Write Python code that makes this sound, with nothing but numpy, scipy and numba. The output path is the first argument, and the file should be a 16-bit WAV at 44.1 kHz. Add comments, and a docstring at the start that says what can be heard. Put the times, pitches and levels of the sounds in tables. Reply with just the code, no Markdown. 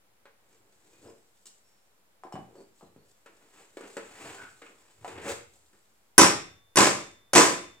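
"""A hammer strikes a steel setter three times: damped steel modes ring, and lumpy noise bursts and wood modes
follow as the block slams and rattles on the table. Before that, hands set a grommet die on the wooden block,
lower the setter, slide the block and pick up the hammer: taps and catches wake block modes, rough noise makes
the rubbing, the table's shudder and the rustling, gliding tones squeak. A diffuse tail is the room, steady
noise its air. The recorder clips the first blow and turns its gain down."""
import sys
import numpy as np
from scipy import signal
from scipy.fft import rfft, irfft
from scipy.io import wavfile
from numba import njit

SR = 44100
rng = np.random.default_rng(int(sys.argv[2]) if len(sys.argv) > 2 else 0)


def waveform_to_disk(signal):
    """Save audio, clipped to [-1, 1], as 16-bit WAV at the path in sys.argv[1]."""
    frames = np.transpose(np.atleast_2d(signal))
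    scaled = np.clip(frames, -1, 1) * 32767
    samples = np.round(scaled).astype(np.int16)
    wavfile.write(sys.argv[1], SR, samples)


def undo_db(level):
    """Turn decibels back into plain size, where 20 dB means ten times bigger."""
    steps = np.asarray(level, float) / 20
    return 10 ** steps


N = 343980
T = np.arange(N) / SR  # s

# Hammer head and setter modes. Each row: frequency in Hz, relative level in dB, t60 in seconds.
STEEL_MODES = [(10135, 1, 0.037), (5979, -10, .2), (5449, -19, .35), (8888, -12, 0.06), (7340, -5, 0.026),
               (1541, -7, 0.09), (5100, -11, .06), (1950, -12, .07)]
# Block and table top modes, as slammed. Each row: frequency in Hz, relative level in dB, t60 in seconds.
BLOCK_MODES = [(147.5, -8, 0.31), (212, -5.5, 0.12), (280, -7, .15), (357.5, 9, 0.076), (469.5, 4, 0.097),
               (562, -1, 0.14), (764.5, 6.5, 0.081), (819, 3, 0.087), (995, 2, 0.13), (1100, 0, .1),
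               (1234, -1, 0.17), (1550, -13, 0.066), (1851.9, -10, .06), (2520, 2, 0.034)]
# Frame modes. Each row: frequency in Hz, relative level in dB, t60 in seconds.
FRAME_MODES = [(1125, -15, 1.2), (1981, -10, .8), (2500, -2, .45), (3564, -8, 1.4), (5452, 2, .45),
               (5982, 2, .45)]
# How hard each strike shakes the frame: peak level in dB.
FRAME_PEAK_DB = [-34, -31, -29]
# Spectrum of the rattle on the table. Each row: frequency in Hz, relative level in dB.
RATTLE_SPECTRUM = [(35, -46), (60, -38.5), (107, -16), (142, -8), (201, -10.5), (350, 0.5), (497, -7.5),
                   (545, -5), (930, -9), (997, -1.5), (1450, -10), (2000, -11.5), (3920, -19),
                   (7690, -12.5), (11500, -32), (15400, -38)]
# Hammer meets setter. Each row: start in seconds, steel ring in dB, crack in dB, block slam in dB,
# rattle t60 in seconds.
STRIKES = [(6.180, 5.5, -2, -8.5, 0.1), (6.758, -15, -20, -24.5, 0.082), (7.333, -15.5, -15.5, -27, 0.15)]
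# Block bounces back onto the table. Each row: start in seconds, steel ring in dB, crack in dB,
# block slam in dB, rattle t60 in seconds.
BOUNCES = [(6.192, -24, -6, -10, 0.28), (6.211, -17.5, -9.5, -17, .2), (6.230, -29.5, -12.5, -10.5, 0.22),
           (6.770, -25.5, -8.5, -15, 0.21), (6.786, -17, -11.5, -7.5, 0.33), (6.806, -23, -12, -12.5, 0.39),
           (7.352, -18, -7.5, -10.5, 0.24), (7.363, -30, -8, -9.5, 0.38), (7.380, -35, -9.5, -10.5, 0.36)]
# Tool and block set down, tapped, or catching roughly as they drag. Each row: start in seconds,
# wood peak in dB, pitch in Hz, click in dB against the wood, bright tick in dB against the wood.
KNOCKS = [(0.255, -48, 556, -0.5, -17), (0.528, -62, 390, -7.5, -2), (0.724, -62, 401, -6, 1),
          (0.932, -55.5, 393, -10, -3), (1.083, -44, 450, -16, -22), (1.456, -63.5, 377, 4.5, 20.5),
          (1.467, -67, 229, -5, 25), (2.236, -33, 750, -35, -25.5), (2.250, -42, 260, -40, -22),
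          (2.269, -44, 780, -28, -24.5), (2.324, -32.5, 807, -22, -16.5), (2.340, -32, 210, -33, -22),
          (2.355, -30, 790, -23, -27.5), (2.389, -35, 225, -27, -27), (2.555, -44.5, 449, -28, -14),
          (2.593, -42.5, 315, -29, -31), (2.81, -46, 750, -31, -20), (2.828, -44, 220, -25, -21),
          (2.962, -44.5, 225, -24, -22), (3.26, -48.5, 487, 2.5, -5.5), (3.770, -31.5, 410, -10.5, -14.5),
          (3.808, -36.5, 395, -9.5, -12.5), (3.968, -29, 490, -5, -10.5), (4.618, -44.5, 513, 3, -10.5),
          (4.664, -47, 2300, -2, -9), (5.046, -29.5, 840, -13, -19.5), (5.078, -35.5, 476, -5.5, -9.5),
          (5.256, -33, 477, -10, -18), (5.281, -29, 536, -6, -8), (5.299, -30.5, 455, -3, -9.5),
          (5.536, -66, 280, -11, 11.5), (5.556, -65, 686, -11, 7.5), (5.629, -65.5, 369, -6.5, 1),
          (5.73, -59.5, 242, -3, -3)]
# Click spectrum of a knock. Each row: frequency in Hz, relative level in dB.
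CLICK_SPECTRUM = [(200, -50), (600, -10.5), (1300, 2.5), (2600, -5.5), (4500, -19.5), (12000, -41.5)]
# Small metal parts that ring faintly. Each row: start in seconds, frequency in Hz, peak in dB, t60 in seconds.
TINKS = [(0.932, 2440, -68, .5), (1.075, 5103, -66, 0.32), (1.641, 5450, -77, 1), (2.237, 5400, -72, 0.102),
         (2.325, 5400, -56.5, 0.093), (2.332, 2960, -57, 0.33), (4.62, 2100, -56, 0.15),
         (4.655, 2695, -64, 0.15)]
# Spectra of thud, rumble, scrape and hiss, in turn. Each row: frequency in Hz, relative level in dB.
RUB_SPECTRA = [
    [(30, -23.5), (70, -1), (120, 8), (220, -18), (600, -57.5)],
    [(100, -24.5), (200, -7), (400, 2), (650, -8.5), (1200, -20.5), (3000, -63.5)],
    [(100, -49.5), (350, -19), (700, 5), (1500, 2), (2600, -0.5), (4500, -17), (12000, -45)],
    [(500, -47.5), (1800, -14), (3500, -3), (6000, -3), (7600, 6.5), (9500, -6), (12000, -16), (15000, -13)],
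]
# Rubbing over wood, and the table's shudder dying away after a tap. Each row: loudest moment in seconds,
# table rumble in dB, thud in dB against it, scrape in dB against it, rise in seconds per 20 dB.
WOOD_SWELLS = [(.544, -76, -18, 0, 0.3), (.654, -69.5, -7, -16, .3), (.80, -82.5, 1, 1, .3),
               (.872, -70, -12, -4, 0.086), (1.0, -69, -3, -3, 0.24), (1.062, -47.5, -15.5, -14.5, .053),
               (2.42, -57, -11, -13, .03), (2.598, -56.5, -18, -17.5, .3),
               (2.874, -62.5, -1.5, -17.5, 0.029), (3.02, -65, -3.5, -14, .05),
               (3.3, -62.5, -24, -5.5, .03), (3.45, -67, -17, -2.5, .3), (3.607, -61.5, -29, 2, 0.185),
               (3.73, -72, -8.5, -5, 0.12), (3.839, -49.5, -26, -3, 0.049), (4.02, -52.5, -15, -2, .04),
               (4.19, -63, -17, 6.5, 0.25), (4.30, -52, -9, 3, .3), (4.44, -57.5, -6.5, 5, .5),
               (4.699, -61.5, -23, -3.5, 0.088), (4.9, -72, -11, 3, 0.53), (5.031, -61.5, 6, -5, .06),
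               (5.1, -51, -15, 0.5, 0.053), (5.19, -48, -6.5, -2, .15), (5.279, -40.5, -10, 0.5, .09),
               (5.738, -70.5, -7, -2.5, 0.034)]
# Fabric rustles. Each row: loudest moment in seconds, hiss in dB, rise and fall in seconds per 20 dB.
RUSTLES = [(.544, -72.5, 0.17, 0.15), (.87, -70.5, 0.35, .9), (1.062, -63.5, 0.174, 0.13),
           (1.38, -74.5, 0.28, 0.69), (1.55, -71, 0.058, .06), (1.74, -79, 1, .8), (2.42, -78, 0.036, 0.15),
           (2.598, -72, 0.27, 0.16), (2.785, -69.5, 0.1, 0.19), (3.1, -70.5, 0.13, 0.17),
           (3.35, -73.5, 0.39, .6), (3.606, -62.5, 0.28, 0.13), (3.9, -62, 0.23, 0.46),
           (4.29, -54.5, 0.61, 0.42), (4.7, -68, 0.12, 0.072), (4.95, -68.5, 1.1, 0.1),
           (5.09, -55.5, 0.1, 0.15), (5.298, -40, 0.079, 0.085), (5.55, -71, .5, .8), (5.9, -81, .9, 0.96)]
# Sliding parts squeak. Each row: start in seconds, length in seconds, first Hz, last Hz,
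# level in dB ahead of the stutter.
SQUEAKS = [(2.55, 0.12, 4400, 4700, -74), (2.8, .12, 4200, 3980, -77), (2.96, .12, 4280, 4520, -80),
           (4.372, .13, 1530, 1450, -47.5)]
# Air and hiss spectrum. Each row: frequency in Hz, relative level in dB per Hz.
AIR_SPECTRUM = [(24, -29), (40, -8), (123, -3.5), (154, -13), (192, -2), (241, -8.5), (521, -4.5),
                (652, -7.5), (971, -7.5), (1070, -10.5), (1450, -11), (5420, -20), (15400, -21)]
# Room decay. Each row: frequency in Hz, t60 in seconds.
ROOM_T60 = [(70, 0.88), (140, 0.479), (280, 0.41), (560, 0.39), (1100, 0.34), (2200, 0.4516), (4400, 0.4),
            (8800, 0.3193), (15000, 0.24)]
# Side filter. Each row: frequency in Hz, gain in dB.
SIDE_GAIN = [(60, -6.5), (110, -11), (200, -8), (380, -5), (700, -1.5), (1290, 0.5), (2380, 0.5),
             (4400, 1.5), (8120, 4), (15000, 0)]

AIR_DB = -71
ROOM_DB, ROOM_RISE_S = -7, 0.0076
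STEEL_TO_ROOM_DB = -4.5
SIDE_SHIFT_SAMPLES, SIDE_SHARE = 3, 0.39
HANDS_PAN_DB = 1.1  # left over right
BASS_CUT_HZ = 110
HELD_T60_RATIO = 0.39  # knocked against slammed block
SPOT_DB_PER_OCTAVE_SQUARED = 37  # loss of a mode away from the knock's pitch
CHATTER_T60_S, TICK_T60_S = 0.135, 0.077
WOOD_FALL_S_PER_20_DB = 0.1
GRIT_DB, PATCH_DB, PATCH_SAMPLES = 0.58, 2.3, 400
SQUEAK_RISE_SHARE, SQUEAK_STUTTER_S = 0.23, 0.0027  # share of length; time between slips of new strength
LUMP_DB, LUMP_S = 3, 0.004  # the rattle is a run of uneven little contacts
WIDE_DB = -6.5  # side rattle against the crack
OFFSET = -0.0004


def shape(hz, points):
    """Gain of (Hz, dB) points, straight on a log-frequency axis."""
    p = np.array(points, float)
    return undo_db(np.interp(np.log(np.maximum(hz, 1)), np.log(p[:, 0]), p[:, 1]))


def colour(x, points):
    """Causal minimum-phase filter with the given spectrum; rms 1 for white input."""
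    size = 4096
    cepstrum = irfft(np.log(shape(np.fft.rfftfreq(size, 1 / SR), points)))
    cepstrum[1:size // 2] *= 2
    cepstrum[size // 2 + 1:] = 0
    h = irfft(np.exp(rfft(cepstrum)))
    return signal.fftconvolve(x, h / np.sqrt(np.sum(h ** 2)))[:len(x)]


def decay(t, t60):
    """Exponential loss of 60 dB per t60."""
    return np.exp(-np.log(1000) * t / t60)


def fade(t60):
    """Decay envelope, at most a second long."""
    return decay(T[:min(int(SR * t60 * 1.2) + 2, SR)], t60)


def ring(modes, scatter_db):
    """Damped modes to peak 1, each blow exciting them a little differently."""
    t = T[:len(fade(max(mode[-1] for mode in modes)))]
    out = 0
    for (hz, db, t60), z in zip(modes, rng.standard_normal(len(modes))):
        out = out + undo_db(db + scatter_db * z) * np.sin(2 * np.pi * hz * t) * decay(t, t60)
    return out / np.abs(out).max()


def burst(points, t60):
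    """Coloured noise that dies away."""
    envelope = fade(t60)
    return colour(rng.standard_normal(SR)[:len(envelope)] * envelope, points) / 2


def add(out, start_s, x):
    """Mixes x into out at start_s."""
    i = int(start_s * SR)
    out[i:i + len(x)] += x[:N - i]


def stereo(mid, side):
    """The ports hear the bass alike and the treble apart."""
    side = irfft(rfft(side) * shape(np.fft.rfftfreq(len(side), 1 / SR), SIDE_GAIN), len(side))
    return np.array([mid + side, mid - side])


def air():
    """Steady workshop air and microphone hiss."""
    return undo_db(AIR_DB) * stereo(*(colour(rng.standard_normal(N), AIR_SPECTRUM) for _ in range(2)))


def knocks():
    """A tap or catch chatters for a moment, waking the modes near its spot, and ticks; small parts ring on."""
    out = np.zeros(N)
    for start_s, db, pitch_hz, click_db, tick_db in KNOCKS:
        near = []
        for hz, mode_db, t60 in BLOCK_MODES:
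            loss_db = SPOT_DB_PER_OCTAVE_SQUARED * np.square(np.log2(hz / pitch_hz))
            near.append((hz, mode_db - loss_db, t60 * HELD_T60_RATIO))
        envelope = fade(CHATTER_T60_S)
        chatter = envelope * rng.standard_normal(SR)[:len(envelope)]
        chatter[0] = 16.07  # the first contact is the hardest
        # each knock sounds thin below its pitch
        thin = signal.butter(2, 0.6 * pitch_hz, "high", fs=SR, output="sos")
        body = signal.sosfilt(thin, signal.fftconvolve(chatter, ring(near, 2.7)))
        add(out, start_s, undo_db(db) * body / np.abs(body).max())
        add(out, start_s, undo_db(db + click_db) * burst(CLICK_SPECTRUM, CHATTER_T60_S))
        add(out, start_s, undo_db(db + tick_db) * burst(RUB_SPECTRA[-1], TICK_T60_S))
    for start_s, hz, db, t60 in TINKS:
        add(out, start_s, undo_db(db) * ring([(hz, 0, t60)], 0))
    return out


def direct(x):
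    """Sound from one side reaches the left port a little earlier."""
    return stereo(x, SIDE_SHARE * (np.roll(x, -SIDE_SHIFT_SAMPLES) - np.roll(x, SIDE_SHIFT_SAMPLES)))


def room(x):
    """A diffuse tail, each frequency band dying at its own rate."""
    t, hz = T[:SR], np.fft.rfftfreq(SR, 1 / SR)
    noise = rfft(rng.standard_normal((2, SR)))
    tails = 0
    centres = np.log(np.array(ROOM_T60)[:, 0])
    for k, (_, t60) in enumerate(ROOM_T60):
        share = np.interp(np.log(np.maximum(hz, 1)), centres, np.arange(len(centres)) == k)
        tails = tails + irfft(noise * share) * decay(t, t60)
    tails = tails * (1 - np.exp(-t / ROOM_RISE_S))
    tails *= undo_db(ROOM_DB) / np.sqrt(np.mean(np.sum(tails ** 2, axis=1)))
    return stereo(*(signal.fftconvolve(x, tail)[:N] for tail in tails))


def swell(peak_s, db, rise_s, fall_s):
    """Gain that climbs to a peak and drops again, straight in dB."""
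    return undo_db(db - 20 * np.maximum((peak_s - T) / rise_s, (T - peak_s) / fall_s))


def rubbing():
    """Dense noise of uneven size: rubbing over wood, the table's shudder after a tap, rustling cloth."""
    patches = np.repeat(rng.standard_normal(N // PATCH_SAMPLES + 1), PATCH_SAMPLES)[:N]
    grit = undo_db(GRIT_DB * rng.exponential(size=N)) * undo_db(PATCH_DB * patches)
    grit /= np.sqrt(np.mean(grit ** 2))
    wood = np.zeros((3, N))  # power of thud, rumble, scrape
    for peak_s, db, thud_db, scrape_db, rise_s in WOOD_SWELLS:
        gains = undo_db(np.array([thud_db, 0, scrape_db]))
        wood += np.outer(gains, swell(peak_s, db, rise_s, WOOD_FALL_S_PER_20_DB)) ** 2
    cloth = sum(swell(*row) ** 2 for row in RUSTLES)
    out = np.zeros(N)
    for power, spectrum in zip([*wood, cloth], RUB_SPECTRA):
        out += np.sqrt(power) * colour(grit * rng.standard_normal(N), spectrum)
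    return out


def squeaks():
    """Brief stick-slip tones that glide and stutter."""
    stutter = np.interp(T / SQUEAK_STUTTER_S, np.arange(5000), 0.51 + rng.standard_normal(5000))
    out = 0
    for start_s, length_s, first_hz, last_hz, db in SQUEAKS:
        hz = np.interp(T, [start_s, start_s + length_s], [first_hz, last_hz])
        phase = 2 * np.pi * np.cumsum(hz) / SR
        corners_s = start_s + length_s * np.array([0, SQUEAK_RISE_SHARE, 1])
        envelope = np.sqrt(np.interp(T, corners_s, [0, 1, 0]))
        out = out + undo_db(db) * envelope * np.sin(phase)
    return out * stutter


def rattle(t60):
    """A fading burst whose strength varies every few milliseconds."""
    x = burst(RATTLE_SPECTRUM, t60)
    lumps = np.interp(T[:len(x)] / LUMP_S, np.arange(1000), rng.standard_normal(1000))
    return x * undo_db(LUMP_DB * lumps)


def hammer():
    """Steel rings at the strike; the block jumps, slams back and everything on the table rattles."""
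    steel, table, wide = np.zeros((3, N))
    for start_s, steel_db, crack_db, slam_db, t60 in STRIKES + BOUNCES:
        add(steel, start_s, undo_db(steel_db) * ring(STEEL_MODES, 0.9))
        add(table, start_s, undo_db(crack_db) * rattle(t60))
        add(wide, start_s, undo_db(crack_db + WIDE_DB) * rattle(t60))
        add(table, start_s, undo_db(slam_db) * ring(BLOCK_MODES, 1.1))
    for (start_s, *_), db in zip(STRIKES, FRAME_PEAK_DB):
        add(table, start_s, undo_db(db) * ring(FRAME_MODES, 1.5))
    return steel, table, wide


def scene():
    """Direct sound of blows and hands, plus room and air."""
    steel, table, wide = hammer()
    # the blows and hands carry little deep bass
    cut = signal.butter(2, BASS_CUT_HZ, "high", fs=SR, output="sos")
    blows = signal.sosfilt(cut, table)
    hands = signal.sosfilt(cut, knocks()) + rubbing() + squeaks()
    pan = undo_db(HANDS_PAN_DB * np.array([[0.5], [-0.5]]))
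    near = direct(steel + blows) + stereo(0, wide) + direct(hands) * pan
    # the steel beams at the microphone, so the room gets less of it
    return near + room(undo_db(STEEL_TO_ROOM_DB) * steel + blows + hands) + air()


@njit
def follow(x, rise, fall):
    """Level follower, quick up and slow down."""
    out, e = np.empty(len(x)), 1e-9
    for i in range(len(x)):
        e += (x[i] - e) * (rise if x[i] > e else fall)
        out[i] = e
    return out


def roll_off(x):
    """The treble ends steeply here."""
    return signal.sosfilt(signal.butter(12, 15590, fs=SR, output="sos"), x)


def record(dry):
    """A small offset; gain control ducks fast at a blow and recovers over seconds; peaks clip at full scale."""
    attack_s, release_s, knee_db, squeeze = 0.07, 21.5, -7.5, 1.23
    level = follow(np.abs(dry).max(axis=0), 1 / (attack_s * SR), 1 / (release_s * SR))
    gain = np.minimum(1, (undo_db(knee_db) / level) ** squeeze)
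    mix = np.clip((dry + OFFSET) * gain, -1, 1)
    return roll_off(mix)


dry = scene()
out = record(dry)
waveform_to_disk(out)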